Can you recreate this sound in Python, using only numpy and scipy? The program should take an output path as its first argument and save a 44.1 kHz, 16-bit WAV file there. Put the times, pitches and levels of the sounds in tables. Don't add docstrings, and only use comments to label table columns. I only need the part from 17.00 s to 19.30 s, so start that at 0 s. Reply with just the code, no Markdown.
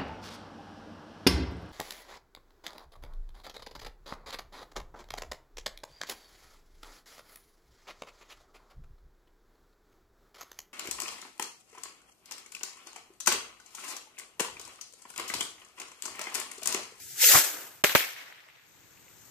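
import sys
import numpy as np
from scipy import signal
from scipy.fft import irfft
from scipy.io import wavfile
from scipy.ndimage import uniform_filter1d

SR = 44100
rng = np.random.default_rng(int(sys.argv[2]) if len(sys.argv) > 2 else 0)


def master(y):
    cut = np.clip(np.atleast_2d(y).T, -1, 1)
    pcm = np.round(cut * 32767)
    wavfile.write(sys.argv[1], SR, pcm.astype(np.int16))


def convert_level_to_amplitude(level_db):
    exponent = np.asarray(level_db, float) / 20
    return 10 ** exponent


N = 101429

# (frequency [Hz], likeness [0-1])
LIKENESS = [(60, 0.95), (300, 0.59), (700, 0.39), (2000, 0.37), (5000, 0.14), (14000, 0.64)]
# (frequency [Hz], level [dB])
LEAN_DB = [(60, 1), (180, -1), (550, 0), (1650, 1), (4970, 2.5), (15000, 2)]
# (frequency [Hz], phase [rad])
LAG_RAD = [(100, 1.4), (500, 0.25), (2500, 0.44), (6000, 1.29), (13000, 1.8)]

# (time [s], level [dB])
AIR_LEVEL = [(0, -56), (.18, -56), (.22, -76), (.3, -76), (.6, -64), (.8, -63.5), (1.05, -68), (1.3, -69),
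             (1.6, -68.5), (1.76, -59.5), (2.3, -58)]
# (frequency [Hz], level [dB])
AIR_COLOUR = [(18, -33), (30, -1), (49, -13), (118, 6.5), (210, -14), (290, -4.5), (563, -13.5),
              (2080, -13), (5000, -21.5), (6500, -42), (11000, -120)]
# (start [s], length [s], from [Hz], to [Hz], level [dB])
CHIRPS = [(0, .035, 2200, 2600, -57)]
# (time [s], level [dB])
FUSE_LEVEL = [
    (0, -45.5),
    (.17, -45.5),
    (.3, -56),
    (.8, -75),
    (1.5, -75.5),
    (1.7, -63.5),
    (2.0, -60),
    (2.3, -55.5),
]
# (frequency [Hz], level [dB])
FIRST_FIZZ = [(400, -34), (1100, -37), (1600, -8), (3000, -7), (5000, -2.5), (6500, 3), (10000, 0),
              (15000, -4.5)]
# (frequency [Hz], level [dB])
SECOND_FIZZ = [(1100, -26), (3000, -9), (5000, -2.5), (6500, 6), (8000, 3.5), (10000, -5), (12500, 1.5),
               (15000, 0)]

# (time [s], level [dB], distance dullness [0-1])
THRUST = [
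    (.15, -49, 0.1),
    (.21, -24.5, 0.07),
    (.25, -14.5, 0.02),
    (.30, -16, 0.08),
    (.38, -16.5, 0.3),
    (.47, -30.5, 0.27),
    (.56, -39.5, 0.88),
    (.64, -44, 1),
    (.82, -58, 0.93),
]
# (time [s], level [dB], width [s])
SURGES = [(.222, 2, 0.0052), (.262, -2, 0.013), (0.291, 1.5, .005), (.308, -0.5, .006), (.322, 3, .006),
          (.365, 2, 0.013), (.432, -3.5, 0.0058), (.447, 2.5, 0.0068), (.61, 0.5, 0.012)]
# (frequency [Hz], level [dB])
NEAR_JET = [(150, -52.5), (450, -23), (700, -35.5), (1150, -38), (1500, -2), (4500, -2.5), (6500, 2),
            (15000, -2)]
# (frequency [Hz], level [dB])
FAR_JET = [(120, -38.5), (300, -1), (700, -2), (1500, 0), (2500, -5), (4000, -9.5), (8000, -6), (15000, -7)]
CRACKLE_PER_S, CRACKLE_DB, CRACKLE_SPREAD_DB = 9700, -12, 4.5
JET_LOW_HZ = 1190
# (time [s], frequency [Hz], level [dB],
# t60 [s])
KNOCK = [(.232, 296, -33.5, 0.08), (.23, 510, -25.5, 0.096), (.222, 927, -35, 0.14), (.255, 460, -30, .15),
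         (.265, 900, -37, 0.18), (.285, 1020, -41, 0.12), (.285, 540, -32, 0.17), (.346, 142, -26.5, 0.14)]
# (time [s], peak [dB], pitch [Hz], length [cycles])
SPIT = [(.2428, -10, 2600, 2.2), (.2429, -10, 5500, 2.2)]
# (frequency [Hz], level [dB])
SWEEP_COLOUR = [(60, -4), (150, 3), (250, -6.5), (600, 0), (1200, 1.5), (3000, -9), (8000, -29.5)]
SWEEP_S, SWEEP_WIDTH_S, SWEEP_DB = 0.3526, 0.014, -18.5

# (time [s], strength [dB], shock front [dB])
POPS = [
    (0.8392, -4.5, -1),
    (0.9505, -6.5, 5),
]
# (frequency [Hz], level [dB])
CRACK_COLOUR = [(100, -19.5), (400, 2), (900, -4), (2000, -1.5), (4000, -13), (7500, -23.5), (14000, -14.5)]
CRACK_S, CRACK_DB, CRACK_RELEASE_S = .0036, -12.5, 0.00037
# (port [0 left, 1 right], delay [s], step [full scale], lead-in [s], relax [s])
FRONTS = [(0, 0.0002, 0.55, 0.000079, 0.00013), (0, 0.002525, 0.38, 0.0003, 0.00083),
          (1, 0.000216, -0.34, 0.000075, 0.00052), (1, 0.00131, -0.37, 0.00061, 0.00016),
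          (1, .0035, -0.39, 0.00014, 0.0007)]
# (time [s], frequency [Hz], level [dB], t60 [s])
BOOM = [(.8395, 413, -23, 0.058), (.8395, 589, -19.5, 0.058), (.951, 128, -20, 0.035),
        (.951, 572, -16.5, 0.026), (.951, 1330, -22, 0.023)]
# (delay [s], level [dB], t60 before each band's share [s], tilt above the middle [dB/octave], below it
# [dB/octave])
TAILS = [
    (.002, -21.5, 0.055, 2.5, -2.5),
    (0.012, -24, 0.48, -0.57, -1),
    (.075, -30, 0.22, -7, -3.5),
    (0.099, -46.5, 2.37, -6, -0.5),
    (0.239, -42, 0.45, -5, -6),
    (0.329, -50, 0.38, -5, 1.5),
]
# (frequency [Hz], level [dB])
SCATTER_COLOUR = [(100, -22.5), (300, -4.5), (1200, -3.5), (2100, 1.5), (3200, -2.5), (4500, -5.5),
                  (7000, -7.5), (14000, -6)]
# (frequency [Hz], share of t60 [0-1])
T60_SHARE = [(100, 0.11), (500, 0.96), (2000, 0.84), (5000, 0.97), (14000, 0.83)]
RUSTLE_PER_S, RUSTLE_DB = 900, -15
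# (time [s], peak [dB], pitch [Hz], length [cycles])
GROUND = [(.8451, 0, 2300, 1.1), (.9568, -2.5, 1700, 1.1), (.9576, -8, 2200, 1.1)]
# (time [s], peak [dB], pitch [Hz], length [cycles])
ECHOES = [(.8962, -16, 2200, 1.5), (.8975, -22, 1500, 1.8), (.9655, -16, 2500, 1.5),
          (1.0068, -19, 1950, 2.4), (1.03, -26, 2300, 2.4), (1.045, -27, 2200, 2.4),
          (1.165, -38, 2000, 2.6), (1.183, -37, 2100, 2.4), (1.217, -36, 2100, 2.2),
          (1.3249, -36, 2000, 2.0), (1.3826, -43, 1880, 1.8), (1.397, -45, 2000, 2.2),
          (1.44, -49, 1900, 2.2), (1.4879, -42, 2250, 1.8), (1.5005, -44, 2400, 1.8),
          (1.5962, -46, 1900, 1.6), (1.9753, -47, 2400, 2.6), (2.0826, -47.5, 2400, 2.4)]
SMEAR_DB, SMEAR_T60_S = -15, 0.033

DUCK_AHEAD_S, DUCK_DB = .016, -14
# (frequency [Hz], level under the whole [dB])
MASK = [(100, -35), (700, -30), (1250, -27), (1300, -80), (8500, -80), (8600, -41), (12400, -41),
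        (12500, -80)]
MASK_DEPTH_DB, POP_GUARD_S = -29, .05
# (frequency [Hz], level [dB])
MIC = [(30, -15), (100, -3), (8100, 2), (8600, -3.5), (10500, -2.5), (13000, 4.5), (14500, 6.5)]
EDGE_HZ, CEILING = 14540, .9


def evened(x):
    return x / np.sqrt(np.mean(x ** 2) + 1e-20)


def read(points, hz):
    f, value = np.transpose(points)
    return np.interp(np.log(hz + 1), np.log(f + 1), value)


def curve(rows, column=1):
    rows = np.array(rows)
    return np.interp(np.arange(N) / SR, rows[:, 0], rows[:, column])


def noise(colour, patchy_db, flicker_db, like=1., lean_db=0., size=256):
    frames, hz = 4 * N // size + 5, np.fft.rfftfreq(size, 1 / SR)
    a, b, c, d, patches = rng.standard_normal((frames, len(hz), 5)).T
    patches = uniform_filter1d(patches, size=5, axis=0)
    patches = evened(uniform_filter1d(patches, size=4096 // size, axis=1))
    flicker = evened(uniform_filter1d(rng.standard_normal(frames), size=1024 // size))
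    same = np.clip(like * read(LIKENESS, hz), 0, 1)[:, None]
    left = a + 1j * b
    right = same * left + np.sqrt(1 - same ** 2) * (c + 1j * d)
    right = right * np.exp(-1j * read(LAG_RAD, hz))[:, None]
    lean = convert_level_to_amplitude((read(LEAN_DB, hz) + lean_db)[:, None] / 2)
    level_db = read(colour, hz)[:, None] + patchy_db * patches + flicker_db * flicker
    z = np.array([left * lean, right / lean]) * convert_level_to_amplitude(level_db)
    return evened(signal.istft(z, nperseg=size, noverlap=size * 3 // 4)[1][:, :N])


def grit(rate_per_s, depth_db, spread_db, size=8):
    grains = convert_level_to_amplitude(spread_db * np.minimum(rng.exponential(1, N), 5))
    grains = grains * (rng.random(N) < rate_per_s / SR)
    return evened(1 + convert_level_to_amplitude(depth_db) * evened(uniform_filter1d(grains, size=size)))


def rings(rows, rise_s):
    t, out = np.arange(N) / SR, np.zeros(N)
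    for at, hz, db, t60 in rows:
        fade = convert_level_to_amplitude(db - 60 * np.maximum(t - at, 0) / t60)
        out += fade * np.clip((t - at) / rise_s, 0, 1) * np.sin(2 * np.pi * hz * (t - at))
    return out


def snaps(rows):
    t, out = np.arange(N) / SR, np.zeros(N)
    for at, peak_db, hz, cycles in rows:
        u = (t - at) * hz
        skewed = np.where(u < 0, 1.98 * u, u)
        out += convert_level_to_amplitude(peak_db) * np.cos(2 * np.pi * u - .4) * np.exp(-skewed ** 2 / cycles ** 2 * 2.43)
    return out * convert_level_to_amplitude(np.array([[.5], [-.5]]))


def air():
    return convert_level_to_amplitude(curve(AIR_LEVEL)) * noise(AIR_COLOUR, patchy_db=.8, flicker_db=.6, size=1024)


def bird():
    t, out = np.arange(N) / SR, np.zeros(N)
    for start, length, from_hz, to_hz, db in CHIRPS:
        u = np.clip((t - start) / length, 0, 1)
        phase = 2 * np.pi * np.cumsum(from_hz + (to_hz - from_hz) * u) / SR
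        out += convert_level_to_amplitude(db) * np.sin(np.pi * u) ** .5 * np.sin(phase)
    return out


def fuses():
    late = np.arange(N) > SR
    first = noise(FIRST_FIZZ, patchy_db=1.2, flicker_db=.5, lean_db=1.0)
    second = noise(SECOND_FIZZ, patchy_db=1.0, flicker_db=0.8, lean_db=4.5)
    return convert_level_to_amplitude(curve(FUSE_LEVEL)) * np.where(late, second, first)


def motor():
    t, far = np.arange(N) / SR, np.clip(curve(THRUST, column=2), 0, 1)
    near_jet = np.sqrt(1 - far) * noise(NEAR_JET, patchy_db=2.0, flicker_db=.6, size=512)
    near_jet = near_jet * grit(CRACKLE_PER_S, CRACKLE_DB, CRACKLE_SPREAD_DB)
    near_jet = signal.sosfilt(signal.butter(4, JET_LOW_HZ, "high", fs=SR, output="sos"), near_jet)
    far_jet = np.sqrt(far) * noise(FAR_JET, patchy_db=1.2, flicker_db=1.1, size=512)
    burning = (t > THRUST[0][0] - .05) & (t < THRUST[-1][0] + .02)
    surge_db = sum(db * np.exp(-((t - at) / width) ** 2 / 2) for at, db, width in SURGES)
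    return (near_jet + far_jet) * convert_level_to_amplitude(curve(THRUST) + surge_db) * burning


def knock():
    return rings(KNOCK, rise_s=0.011)


def spit():
    return snaps(SPIT)


def exhaust_sweep():
    gust = np.exp(-((np.arange(N) / SR - SWEEP_S) / SWEEP_WIDTH_S) ** 2 / 2)
    return convert_level_to_amplitude(SWEEP_DB) * gust * noise(SWEEP_COLOUR, patchy_db=3.0, flicker_db=3.0, size=1024)


def pops():
    t, out = np.arange(N) / SR, np.zeros((2, N))
    crack = noise(CRACK_COLOUR, patchy_db=1.5, flicker_db=1.5, like=.3, lean_db=-1.1)
    for start, strength_db, front_db in POPS:
        gate = (t > start) * np.clip((start + CRACK_S - t) / CRACK_RELEASE_S + 1, 0, 1)
        out += convert_level_to_amplitude(strength_db + CRACK_DB) * crack * gate
        for port, delay, step, lead_in, relax in FRONTS:
            u = t - start - delay
            bell = np.exp(-(u / np.where(u < 0, lead_in, relax)) ** 2)
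            out[port] += convert_level_to_amplitude(front_db) * step * np.tanh(u / .00004) * bell
    return out


def case_boom():
    return rings(BOOM, rise_s=0.0021) * convert_level_to_amplitude(np.array([[2.5], [-2.5]]))


def scatter():
    t, out = np.arange(N) / SR, np.zeros((2, N))
    rustle = grit(RUSTLE_PER_S, RUSTLE_DB, spread_db=3.0, size=40)
    for delay, level_db, t60, tilt_db, low_db in TAILS:
        rough = rustle * noise(SCATTER_COLOUR, patchy_db=2.0, flicker_db=1.1, like=0.12)
        hz, at, z = signal.stft(rough, SR, nperseg=128, noverlap=96)
        octaves = np.log2(np.maximum(hz, 500) / 2200)[:, None]
        dull_db = np.where(octaves > 0, tilt_db, -low_db) * octaves
        band_t60 = t60 * read(T60_SHARE, hz)[:, None]
        fade = 0
        for start, strength_db, _ in POPS:
            u = at - start - delay
            fade_db = strength_db + 7 + level_db + dull_db - 60 * np.maximum(u, 0) / band_t60
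            fade = fade + convert_level_to_amplitude(fade_db) * np.clip(u / min(delay, .04) + 1, 0, 1) ** 2
        out += signal.istft(z * fade, SR, nperseg=128, noverlap=96)[1][:, :N] * (t > POPS[0][0])
    return out


def echoes():
    t, smear = np.arange(N) / SR, np.zeros(N)
    for at, peak_db, _, _ in GROUND + ECHOES:
        smear += convert_level_to_amplitude(peak_db + SMEAR_DB - 60 * np.maximum(t - at, 0) / SMEAR_T60_S) * (t > at)
    rough = noise(CRACK_COLOUR, patchy_db=1.5, flicker_db=2.5, lean_db=-1.5)
    return snaps(GROUND + ECHOES) + smear * rough


def scene():
    ahead = (POPS[0][0] - np.arange(N) / SR) / DUCK_AHEAD_S
    dip = convert_level_to_amplitude(DUCK_DB * np.clip(4 * (1 - ahead), 0, 1) * (ahead > 0))
    quiet = air() + bird() + fuses() + motor() + knock() + exhaust_sweep()
    return dip * quiet + spit() + pops() + case_boom() + scatter() + echoes()


def masked(x):
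    hz, at, z = signal.stft(x, SR, nperseg=2048, noverlap=1024)
    power = (abs(z) ** 2).sum(axis=0)
    band = np.repeat(power[:-1].reshape(256, 4, -1).sum(axis=1), repeats=4, axis=0)
    band_db = 10 * np.log10(np.vstack([band, band[-1:]]) / power.sum(axis=0) + 1e-12)
    under_db = read(MASK, hz)[:, None] - band_db
    clear_of_pops = abs(at - np.array(POPS)[:, :1]).min(axis=0) > POP_GUARD_S
    keep = convert_level_to_amplitude(MASK_DEPTH_DB * np.clip(under_db / 2, 0, 1) * clear_of_pops)
    return x - signal.istft(z * (1 - keep), SR, nperseg=2048, noverlap=1024)[1][:, :N]


def low_pass(x):
    return signal.sosfilt(signal.butter(12, 15900, fs=SR, output="sos"), x)


def record(dry):
    colour = irfft(convert_level_to_amplitude(read(MIC, np.fft.rfftfreq(512, 1 / SR))))
    colour = np.roll(colour, 256) * np.hanning(513)[:512]
    band_limit = signal.firwin(301, EDGE_HZ, window=("kaiser", 9), fs=SR)
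    taps = np.convolve(colour, band_limit)[1:]
    steady = signal.sosfilt(signal.butter(2, 45, "high", fs=SR, output="sos"), dry)
    held = CEILING * np.tanh(steady / CEILING)
    mix = masked(signal.oaconvolve(held, taps[None], "same"))
    return low_pass(mix)


dry = scene()
out = record(dry)
master(out)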